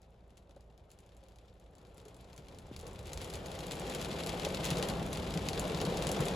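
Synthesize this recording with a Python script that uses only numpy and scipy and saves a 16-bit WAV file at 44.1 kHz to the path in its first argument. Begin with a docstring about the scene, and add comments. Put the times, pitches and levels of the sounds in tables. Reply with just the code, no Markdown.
"""Rain from inside a parked car, on a two-port microphone in the cabin, close under roof and windscreen.
At first the engine's idle hums under a few drops that tick on the glass and drips that plonk on panels.
From about 2 s the shower builds and wind rumbles around the body; near 3 s comes one soft knock on the
trim, then four gusts thud against the car. From 4 s on, a downpour drums on the padded steel roof and
crackles on the windscreen. Throughout, the small cabin gives the drops a very short tail."""
import sys
import numpy as np
from scipy import signal
from scipy.fft import rfft, irfft, next_fast_len
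from scipy.io import wavfile
from scipy.ndimage import uniform_filter1d

SR = 44100
rng = np.random.default_rng(int(sys.argv[2]) if len(sys.argv) > 2 else 0)


def wrap_up_sound(samples):
    """Save the sound to the file named by the first command line argument, as 16-bit audio."""
    columns = np.atleast_2d(samples).T
    # keep every value between -1 and 1, then stretch to whole-number steps
    tamed = np.clip(columns, -1, 1)
    steps = np.round(tamed * 32767).astype(np.int16)
    wavfile.write(sys.argv[1], SR, steps)


N = 280035
TIME = np.arange(N) / SR
TAIL = TIME[:SR // 5]   # the time over which one impact sounds
FFT_SIZE = next_fast_len(N + SR // 2, True)
FFT_HZ = np.maximum(np.arange(FFT_SIZE // 2 + 1) * SR / FFT_SIZE, 1)
CABIN_T60_S, KNOCK_S = 0.1, 0.001   # the cabin's tail; the time for glass or trim to answer a hit

# A struck body panel, heard from inside. Each row: frequency in Hz, level in dB.
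PANEL_SPECTRUM = [(120, -22), (230, -7), (290, -1), (350, -2), (420, 0), (510, -0.5), (620, -3.5),
                  (780, -5), (980, -12.5), (1300, -15), (1900, -23.5), (4000, -37.5), (16000, -102)]
# Water splashing on the glass. Each row: frequency in Hz, level in dB.
SPLASH_SPECTRUM = [(3000, -38), (5000, -15), (6200, -1.5), (7500, 2), (10500, -0.5), (12500, -6.5),
                   (16000, -19.5)]


def shower():
    """Heavier rain brings more drops as well as louder ones; each flurry swells and ebbs on top of it."""
    # Rain on the glass, the roof's patter and its boom. Each row: time in seconds, relative level in dB.
    glass_levels = [(0.0, -80), (0.87, -80), (1.08, -75), (1.25, -75.5), (1.7, -77), (2.25, -69.5),
                    (2.72, -69), (2.92, -62.5), (3.04, -62), (3.22, -56.5), (3.43, -57), (3.84, -52),
                    (4.03, -50), (4.5, -49), (4.74, -46), (5.0, -52), (5.25, -51), (5.42, -52),
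                    (5.55, -49.5), (5.98, -48), (6.35, -48)]
    patter_levels = [(0.0, -69.5), (0.78, -67.5), (1.61, -66), (1.89, -62), (2.41, -60), (2.83, -57.5),
                     (3.04, -53), (3.38, -48.5), (4.37, -42), (4.56, -42.5), (4.85, -39), (5.04, -43.5),
                     (5.4, -43.5), (6.1, -38.5), (6.35, -39)]
    boom_levels = [(0.0, -68.5), (1.4, -69.5), (2.0, -65), (2.7, -61), (3.1, -55), (3.6, -50), (3.95, -46),
                   (4.4, -45), (4.78, -40), (5.15, -44), (6.35, -40.5)]
    # Flurries flung at the car. Each row: middle and half length in seconds, then the change in dB
    # of the roof's patter and of the glass.
    flurries = [(2.053, 0.061, 1.5, 1), (2.53, 0.031, 3.5, 3), (2.738, .018, -3, 7), (2.874, .05, 5.5, 1),
                (3.101, 0.03, 1.5, 3.5), (3.28, 0.074, 1.5, 2), (3.89, .08, 2.5, 1.5),
                (4.67, 0.039, -1.5, 2), (5.64, 0.091, 2.5, 0), (5.835, 0.022, 3, 0), (6.208, 0.016, 4.5, 1)]
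    roof_drops_per_s, glass_drops_per_s = 2550, 590   # at the height of the downpour
    glass_db, patter_db = at_time(glass_levels), at_time(patter_levels)
    for s, half_s, on_roof_db, on_glass_db in flurries:
        swell = np.exp(-((TIME - s) / half_s) ** 2)
        patter_db += on_roof_db * swell
        glass_db += on_glass_db * swell
    density = from_db(0.1 * (glass_db - glass_db.max()))   # the count falls far less than the level
    drumming = roof(roof_drops_per_s * density, at_time(boom_levels), patter_db + 1.17)
    return drumming + windscreen(glass_drops_per_s * density, glass_db)


def roof(per_s, boom_db, patter_db):
    """Overhead, the headliner muffles countless drops: the whole panel booms, smaller fields patter."""
    # The whole roof's low boom. Each row: frequency in Hz, level in dB.
    boom_spectrum = [(60, -39.5), (115, -11.5), (150, 2.5), (175, 2), (200, -2), (240, -8), (400, -38),
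                     (3000, -100)]
    boom_hits = rainfall(per_s, spread_db=2.0, burst_s=0.0021, cabin_db=-17.0, spots=12)
    patter_hits = rainfall(per_s, spread_db=3.0, burst_s=0.0033, cabin_db=-5.5, spots=24)
    boom = steady(colour(boom_hits, boom_spectrum), size=5000)
    patter = steady(colour(patter_hits, PANEL_SPECTRUM), size=4000)
    return from_db(boom_db) * boom + from_db(patter_db) * patter


def windscreen(per_s, level_db):
    """Small drops crackle on the bare glass over an even wash of fine spray; some splash brightly."""
    # Rain through the windscreen. Each row: frequency in Hz, level in dB.
    glass_spectrum = [(400, -21), (1000, 2), (1500, 0.5), (2000, 1.5), (2900, 3.5), (4000, 0.5),
                      (5600, -7.5), (7500, -7.5), (10300, -11), (12500, -13.5), (14500, -24), (16000, -46)]
    drops = rainfall(per_s, spread_db=4.5, burst_s=0.0009, cabin_db=-3.5, spots=16, crack=2.4)
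    splashes = rainfall(0.14 * per_s, spread_db=6.5, burst_s=0.0012, cabin_db=-13.0, spots=6)
    crackle = from_db(0.65) * steady(colour(drops, glass_spectrum), size=7000)
    sparkle = from_db(-13.5) * steady(colour(splashes, SPLASH_SPECTRUM), size=15000)
    spray = from_db(-5.5) * colour(rng.standard_normal((2, N)), glass_spectrum)
    return from_db(level_db) * (crackle + sparkle + spray)


def big_drops():
    """Each big drop gives a hard tap with a glassy ring, a duller knock of the pane and a bright splash."""
    # Big drops on the windscreen. Each row: start in seconds, relative level in dB, splash offset in dB.
    ticks = [(.0173, -72, 4), (0.0298, -68, -10), (.3044, -69, -4), (.371, -62.5, -3), (.3766, -63, -1),
             (.4935, -70, -4), (0.509, -67, -6), (0.5624, -70, -2), (.6074, -68.5, -2), (0.777, -66, -4.5),
             (.9032, -65, -1), (0.915, -63, 4), (.9339, -74, 2), (.988, -64, 0.5), (1.003, -72, 5),
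             (1.0626, -73, 3), (1.0909, -69, -7), (1.1667, -73.5, 6), (1.237, -68, -1), (1.2843, -65, 0),
             (1.32, -67.5, -7), (1.3584, -66, -2), (1.3855, -64.5, -4), (1.4565, -75, -9),
             (1.4818, -66, -20), (1.4969, -72, -10), (1.598, -72.5, 4.5), (1.6402, -77, 1),
             (1.7518, -66, 0), (1.7825, -65.5, -1), (1.85, -63, -8), (1.8683, -70, 1), (1.944, -78, 11),
             (1.9719, -72, 9), (1.9795, -59.5, -1), (2.0002, -62.5, -4), (2.0138, -67, -2),
             (2.0528, -63, 2), (2.083, -62, 2), (2.1444, -63.5, 0), (2.1652, -68, 6), (2.209, -62.5, -1),
             (2.244, -65, -4), (2.33, -59.5, -4), (2.3633, -65, 5), (2.3776, -55, -0.5), (2.4838, -56, -6),
             (2.523, -65, -4), (2.5467, -63, -4), (2.586, -58, 1), (2.6675, -62, -5), (2.763, -50.5, -1.5),
             (2.791, -56, 2), (2.7983, -56, -1), (2.811, -61, 5), (2.867, -52, -0.5), (2.878, -59, 2),
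             (2.9311, -64, 6), (2.9906, -54.5, -1.5), (3.0566, -56.5, -1), (3.0695, -54, 1),
             (3.132, -47.5, 3), (3.174, -46, -3), (3.2153, -46, -1.5), (3.2443, -48.5, 1), (3.3, -51, 1),
             (3.337, -47, 0), (3.3441, -49, -4), (3.3546, -48, 0), (3.4592, -50, 0.5), (3.5161, -46.5, -6),
             (3.5512, -48, -5), (3.589, -46.5, -1), (3.605, -47, -4), (3.6673, -52.5, 3), (3.71, -42, -5),
             (3.7185, -43, 0), (3.7531, -51, 2), (3.7965, -53, 5.5), (3.897, -44.5, -1),
             (3.9483, -39.5, -1.5), (4.0136, -42, -2), (4.025, -47, -6), (4.0469, -42.5, -4.5),
             (4.105, -46, -14), (4.113, -43, -11), (4.1287, -46, -6), (4.2025, -44, -12),
             (4.235, -43.5, -5), (4.2624, -41.5, -3.5), (4.2708, -43.5, -1), (4.2929, -41, -5),
             (4.3963, -42, -6), (4.4489, -34.5, -6.5), (4.5457, -39, -8), (4.6433, -44, 3),
             (4.652, -40, 3.5), (4.6598, -39.5, -4), (4.669, -41, -16), (4.7037, -36.5, -1.5),
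             (4.77, -40, -7), (4.8256, -34, -5.5), (4.8863, -38, -3), (4.899, -41.5, -3),
             (5.1295, -43.5, 3), (5.157, -46, -11), (5.172, -41.5, -5.5), (5.2285, -47.5, -11),
             (5.3074, -46, -17), (5.3393, -41.5, -5), (5.374, -40.5, -6), (5.4864, -35, -3.5),
             (5.5315, -40, -10), (5.576, -40.5, -8), (5.595, -44, 8), (5.653, -44, -12), (5.746, -40.5, -9),
             (5.7728, -46, -3), (5.802, -42, -15), (5.8139, -39.5, -3), (5.8511, -42.5, -2),
             (5.9713, -38.5, -5.5), (6.023, -39, -4.5), (6.0685, -37, -2), (6.0902, -42, -3),
             (6.1157, -41.5, 5), (6.1644, -42.5, -8), (6.205, -40, -0.5), (6.2536, -49, 6.5),
             (6.283, -39.5, -5)]
    # The hard tap and the pane's knock. Each row: frequency in Hz, level in dB.
    tap_spectrum = [(1500, -33.5), (2600, -7.5), (3300, -1.5), (4400, 1), (5700, -6), (7000, -8.5),
                    (10000, -31), (16000, -48)]
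    knock_spectrum = [(300, -25), (1000, -1.5), (1600, -2), (2700, 2), (3500, -1.5), (6000, -25),
                      (16000, -70)]
    tap, knock, splash = np.zeros((3, 2, N))
    for s, db, splash_db in ticks:
        spot_hz = rng.uniform(2300, 5180)   # each spot of the glass has a pitch of its own
        ring = from_db(-8.0) * np.sin(2 * np.pi * spot_hz * TAIL) * dying(t60=0.013)
        add(tap, s, from_db(db - 1.5) * (impact(burst_s=0.00057, cabin_db=-5.5, crack=4) + ring))
        add(knock, s, from_db(db - 6.5) * impact(KNOCK_S, cabin_db=-1.5))
        add(splash, s, from_db(db + splash_db + 2.5) * impact(burst_s=0.00054, cabin_db=-7.0, crack=2.9))
    return colour(tap, tap_spectrum) + colour(knock, knock_spectrum) + colour(splash, SPLASH_SPECTRUM)


def drips():
    """A fat drip lands with a dull thud and bends a panel, which swells into a short hollow note."""
    # Drips on the body. 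Each row: start in seconds, relative level in dB, pitch in Hz, t60 in seconds.
    plonks = [(0.492, -53, 547, 0.065), (0.563, -46, 557, 0.052), (1.229, -52.5, 533, 0.14),
              (2.057, -45.5, 422.6, 0.092), (2.384, -43.5, 150, 0.051), (2.831, -43, 453, 0.049),
              (3.875, -32.5, 172, 0.075), (4.465, -24, 544, 0.028), (4.714, -27.5, 151, 0.067),
              (4.785, -31, 489, .08), (4.981, -34, 171.2, 0.047), (5.01, -29.5, 156, 0.058),
              (5.355, -28, 169.8, 0.092), (5.722, -32, 149.8, 0.13), (5.869, -24.5, 170.6, 0.098),
              (5.921, -27.5, 454.8, 0.035), (6.197, -24.5, 150, 0.063), (6.22, -27.5, 488, 0.066)]
    notes, thuds = np.zeros((2, N))
    for s, db, hz, t60 in plonks:
        phase = 2 * np.pi * hz * TAIL
        upper_mode = from_db(-5.5) * np.sin(rng.uniform(1.315, 1.69) * phase) * dying(0.5 * t60)
        note = (np.sin(phase) * dying(t60) + upper_mode) * (1 - np.exp(-TAIL * hz / 2.5))
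        add(notes, s, from_db(db - 2.0) * note / np.abs(note).max())
        add(thuds, s, from_db(db - 12.5) * impact(burst_s=0.0035, cabin_db=-10.0)[0])
    return notes + colour(thuds, PANEL_SPECTRUM)


def bump():
    """One dull knock on the trim; higher bending waves arrive first, so the pitch drops to a low swing."""
    start_s, level_db, rise_s = 2.712, -39, 0.0012
    start_hz, end_hz, fall_s = 544, 52, 0.0047
    swing, thud = np.zeros((2, N))
    hz = end_hz + (start_hz - end_hz) * np.exp(-TAIL / fall_s)
    tone = np.sin(2 * np.pi * np.cumsum(hz) / SR)
    envelope = dying(t60=0.07) * (1 - np.exp(-TAIL / rise_s))
    add(swing, start_s, from_db(level_db) * tone * envelope / envelope.max())
    add(thud, start_s, from_db(level_db - 8) * impact(KNOCK_S, cabin_db=-20)[0])
    return swing + colour(thud, PANEL_SPECTRUM)


def buffets():
    """A sudden gust pushes on the body, and the cabin air swings for a few cycles."""
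    # Deep, soft thuds of wind. Each row: start in seconds, relative level in dB.
    pushes = [(2.781, -36), (2.985, -39), (3.154, -35), (3.344, -33)]
    cabin_hz, rise_s = 70.4, 0.0062
    swing = np.sin(2 * np.pi * cabin_hz * TAIL) * dying(t60=0.13) * (1 - np.exp(-TAIL / rise_s))
    out = np.zeros(N)
    for s, db in pushes:
        add(out, s, from_db(db) * swing)
    return out


def wind():
    """Wind shakes the body all around the microphone as a dark rumble."""
    # The rising wind. Each row: time in seconds, relative level in dB.
    gusts = [(0, -67), (1.9, -63), (2.65, -55.5), (3.1, -49.5), (3.4, -51), (3.8, -51), (4.7, -47),
             (5.4, -45), (6.35, -47)]
    # The body's rumble. Each row: frequency in Hz, level in dB.
    rumble_spectrum = [(12, -28), (33, -16), (42, -2.5), (60, 0.5), (90, -3), (120, -4.5), (170, -21),
                       (400, -57), (3000, -110)]
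    rumble = steady(colour(rng.standard_normal((2, N)), rumble_spectrum), size=9000)
    return from_db(at_time(gusts) + 1.0) * rumble


def engine():
    """The idle reaches the cabin as a low, even hum, strongest at the firing rate."""
    # Engine orders. Each row: multiple of the crank rate, rms level in dB.
    orders = [(1, -75), (2, -63), (3, -78), (4, -74)]
    crank_hz = 27.8
    return sum(from_db(db) * np.sqrt(2) * np.sin(2 * np.pi * (order * crank_hz * TIME + rng.random()))
               for order, db in orders)


def outside():
    """Farther off, rain on the ground around the car merges into a dull, steady wash."""
    # The wash through closed doors. Each row: frequency in Hz, level in dB.
    wash_spectrum = [(100, -23), (300, -12.5), (560, 1.5), (780, -2.5), (1100, -16.5), (2000, -23.5),
                     (8000, -66)]
    return from_db(-72) * colour(rng.standard_normal((2, N)), wash_spectrum)


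def rainfall(per_s, spread_db, burst_s, cabin_db, spots, crack=0):
    """Drops land at random, many small and few large, on spots that each answer in their own way."""
    at = np.flatnonzero(rng.random(N) < per_s / SR)
    sizes = from_db(spread_db * np.minimum(rng.exponential(1, len(at)), 3.5))
    sizes *= rng.choice([-1, 1], len(at))
    lands_on = rng.integers(0, spots, len(at))
    out = np.zeros((2, N))
    for spot in range(spots):
        clicks = np.zeros((1, N))
        clicks[0, at[lands_on == spot]] = sizes[lands_on == spot]
        answer = impact(burst_s * 2 ** (2 * spot / spots - 1), cabin_db, crack)
        out += signal.oaconvolve(clicks, answer, axes=1)[:, :N]
    return out


def impact(burst_s, cabin_db, crack=0):
    """One drop: a burst as it flattens, with a sharp crack on hard glass, then cabin reflections."""
    age = TAIL / max(burst_s, 1e-4)
    reflections = from_db(cabin_db) * dying(CABIN_T60_S) * (1 - np.exp(-age))
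    envelope = age * np.exp(1 - age) + reflections
    burst = rng.standard_normal((2, len(TAIL))) * envelope   # rows: common to both ports, differing
    burst[0, np.argmax(age >= 1)] += crack
    return burst


def colour(x, spectrum):
    """Causal (minimum-phase) filter that keeps the power of white noise."""
    gain = from_db(at_hz(spectrum))
    cepstrum = irfft(np.log(gain / np.sqrt(np.mean(gain ** 2))), FFT_SIZE)
    cepstrum[1:FFT_SIZE // 2] *= 2
    cepstrum[FFT_SIZE // 2 + 1:] = 0
    return irfft(rfft(x, FFT_SIZE) * np.exp(rfft(cepstrum)), FFT_SIZE)[..., :N]


def steady(x, size):
    """Bring the first row's power over size samples to one; single drops stay distinct."""
    return x / np.sqrt(uniform_filter1d(x[0] ** 2, size) + 1e-14)


def from_db(db):
    """Decibels to gain."""
    return 10 ** (np.asarray(db) / 20)


def at_time(points):
    """A table over time, read at every sample."""
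    return np.interp(TIME, *np.transpose(points))


def at_hz(points):
    """A table over log frequency, read at every FFT bin."""
    hz, values = np.transpose(points)
    return np.interp(np.log(FFT_HZ), np.log(hz), values)


def dying(t60):
    """An envelope that loses 60 dB in t60 seconds."""
    return np.exp(-np.log(1000) * TAIL / max(t60, 1e-4))


def add(track, s, sound):
    """Mix a sound into a track at time s."""
    start = max(round(s * SR), 0)
    track[..., start:start + sound.shape[-1]] += sound[..., :N - start]


def scene():
    """Rain and wind surround the microphone; drips, bump, buffets and engine sit in the centre."""
    # How alike the ports hear, least in the mids. Each row: frequency in Hz, likeness from 0 to 1.
    likeness = [(60, .99), (170, .985), (300, .95), (520, .88), (1000, .55), (1800, .4), (3000, .75),
                (5000, .85), (8000, .94), (16000, .9)]
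    common, differing = rfft(shower() + big_drops() + outside() + wind(), FFT_SIZE)
    alike = np.clip(at_hz(likeness), 0, 1)
    ports = np.sqrt((1 + alike) / 2) * common + np.sqrt((1 - alike) / 2) * differing * [[1], [-1]]
    return irfft(ports, FFT_SIZE)[:, :N] + drips() + bump() + buffets() + engine()


def record(dry):
    """The microphone's two ports differ in colour and in phase; the top is cut at 16 kHz."""
    # Balance of the ports. Each row: frequency in Hz, left minus right in dB.
    port_balance = [(60, -1.5), (150, 1.4), (500, 1), (1200, 4), (2100, 1.5), (3100, 4.5), (4100, 2.5),
                    (5600, 7.5), (7000, 0), (10000, 1), (16000, -1)]
    # Phase between the ports. Each row: frequency in Hz, lead of the left in radians.
    port_phase = [(0, 0), (1550, 0.3), (2150, -0.1), (2930, 1.0), (3700, 0.2), (7410, -0.0), (8440, -2.8),
                  (9560, -3.4), (10400, -5.9), (11600, -6.4), (12500, -9.1), (13800, -9.6), (14600, -12.6),
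                  (16200, -12.5)]
    lead = np.interp(FFT_HZ, *np.transpose(port_phase))
    balance = from_db(at_hz(port_balance) / 2)
    response = np.array([balance * np.exp(1j * lead), 1 / balance])
    heard = irfft(rfft(dry, FFT_SIZE) * response, FFT_SIZE)[:, :N]
    return signal.sosfilt(signal.ellip(10, .1, 80, 16000, fs=SR, output="sos"), heard)


dry = scene()
out = record(dry)
wrap_up_sound(out)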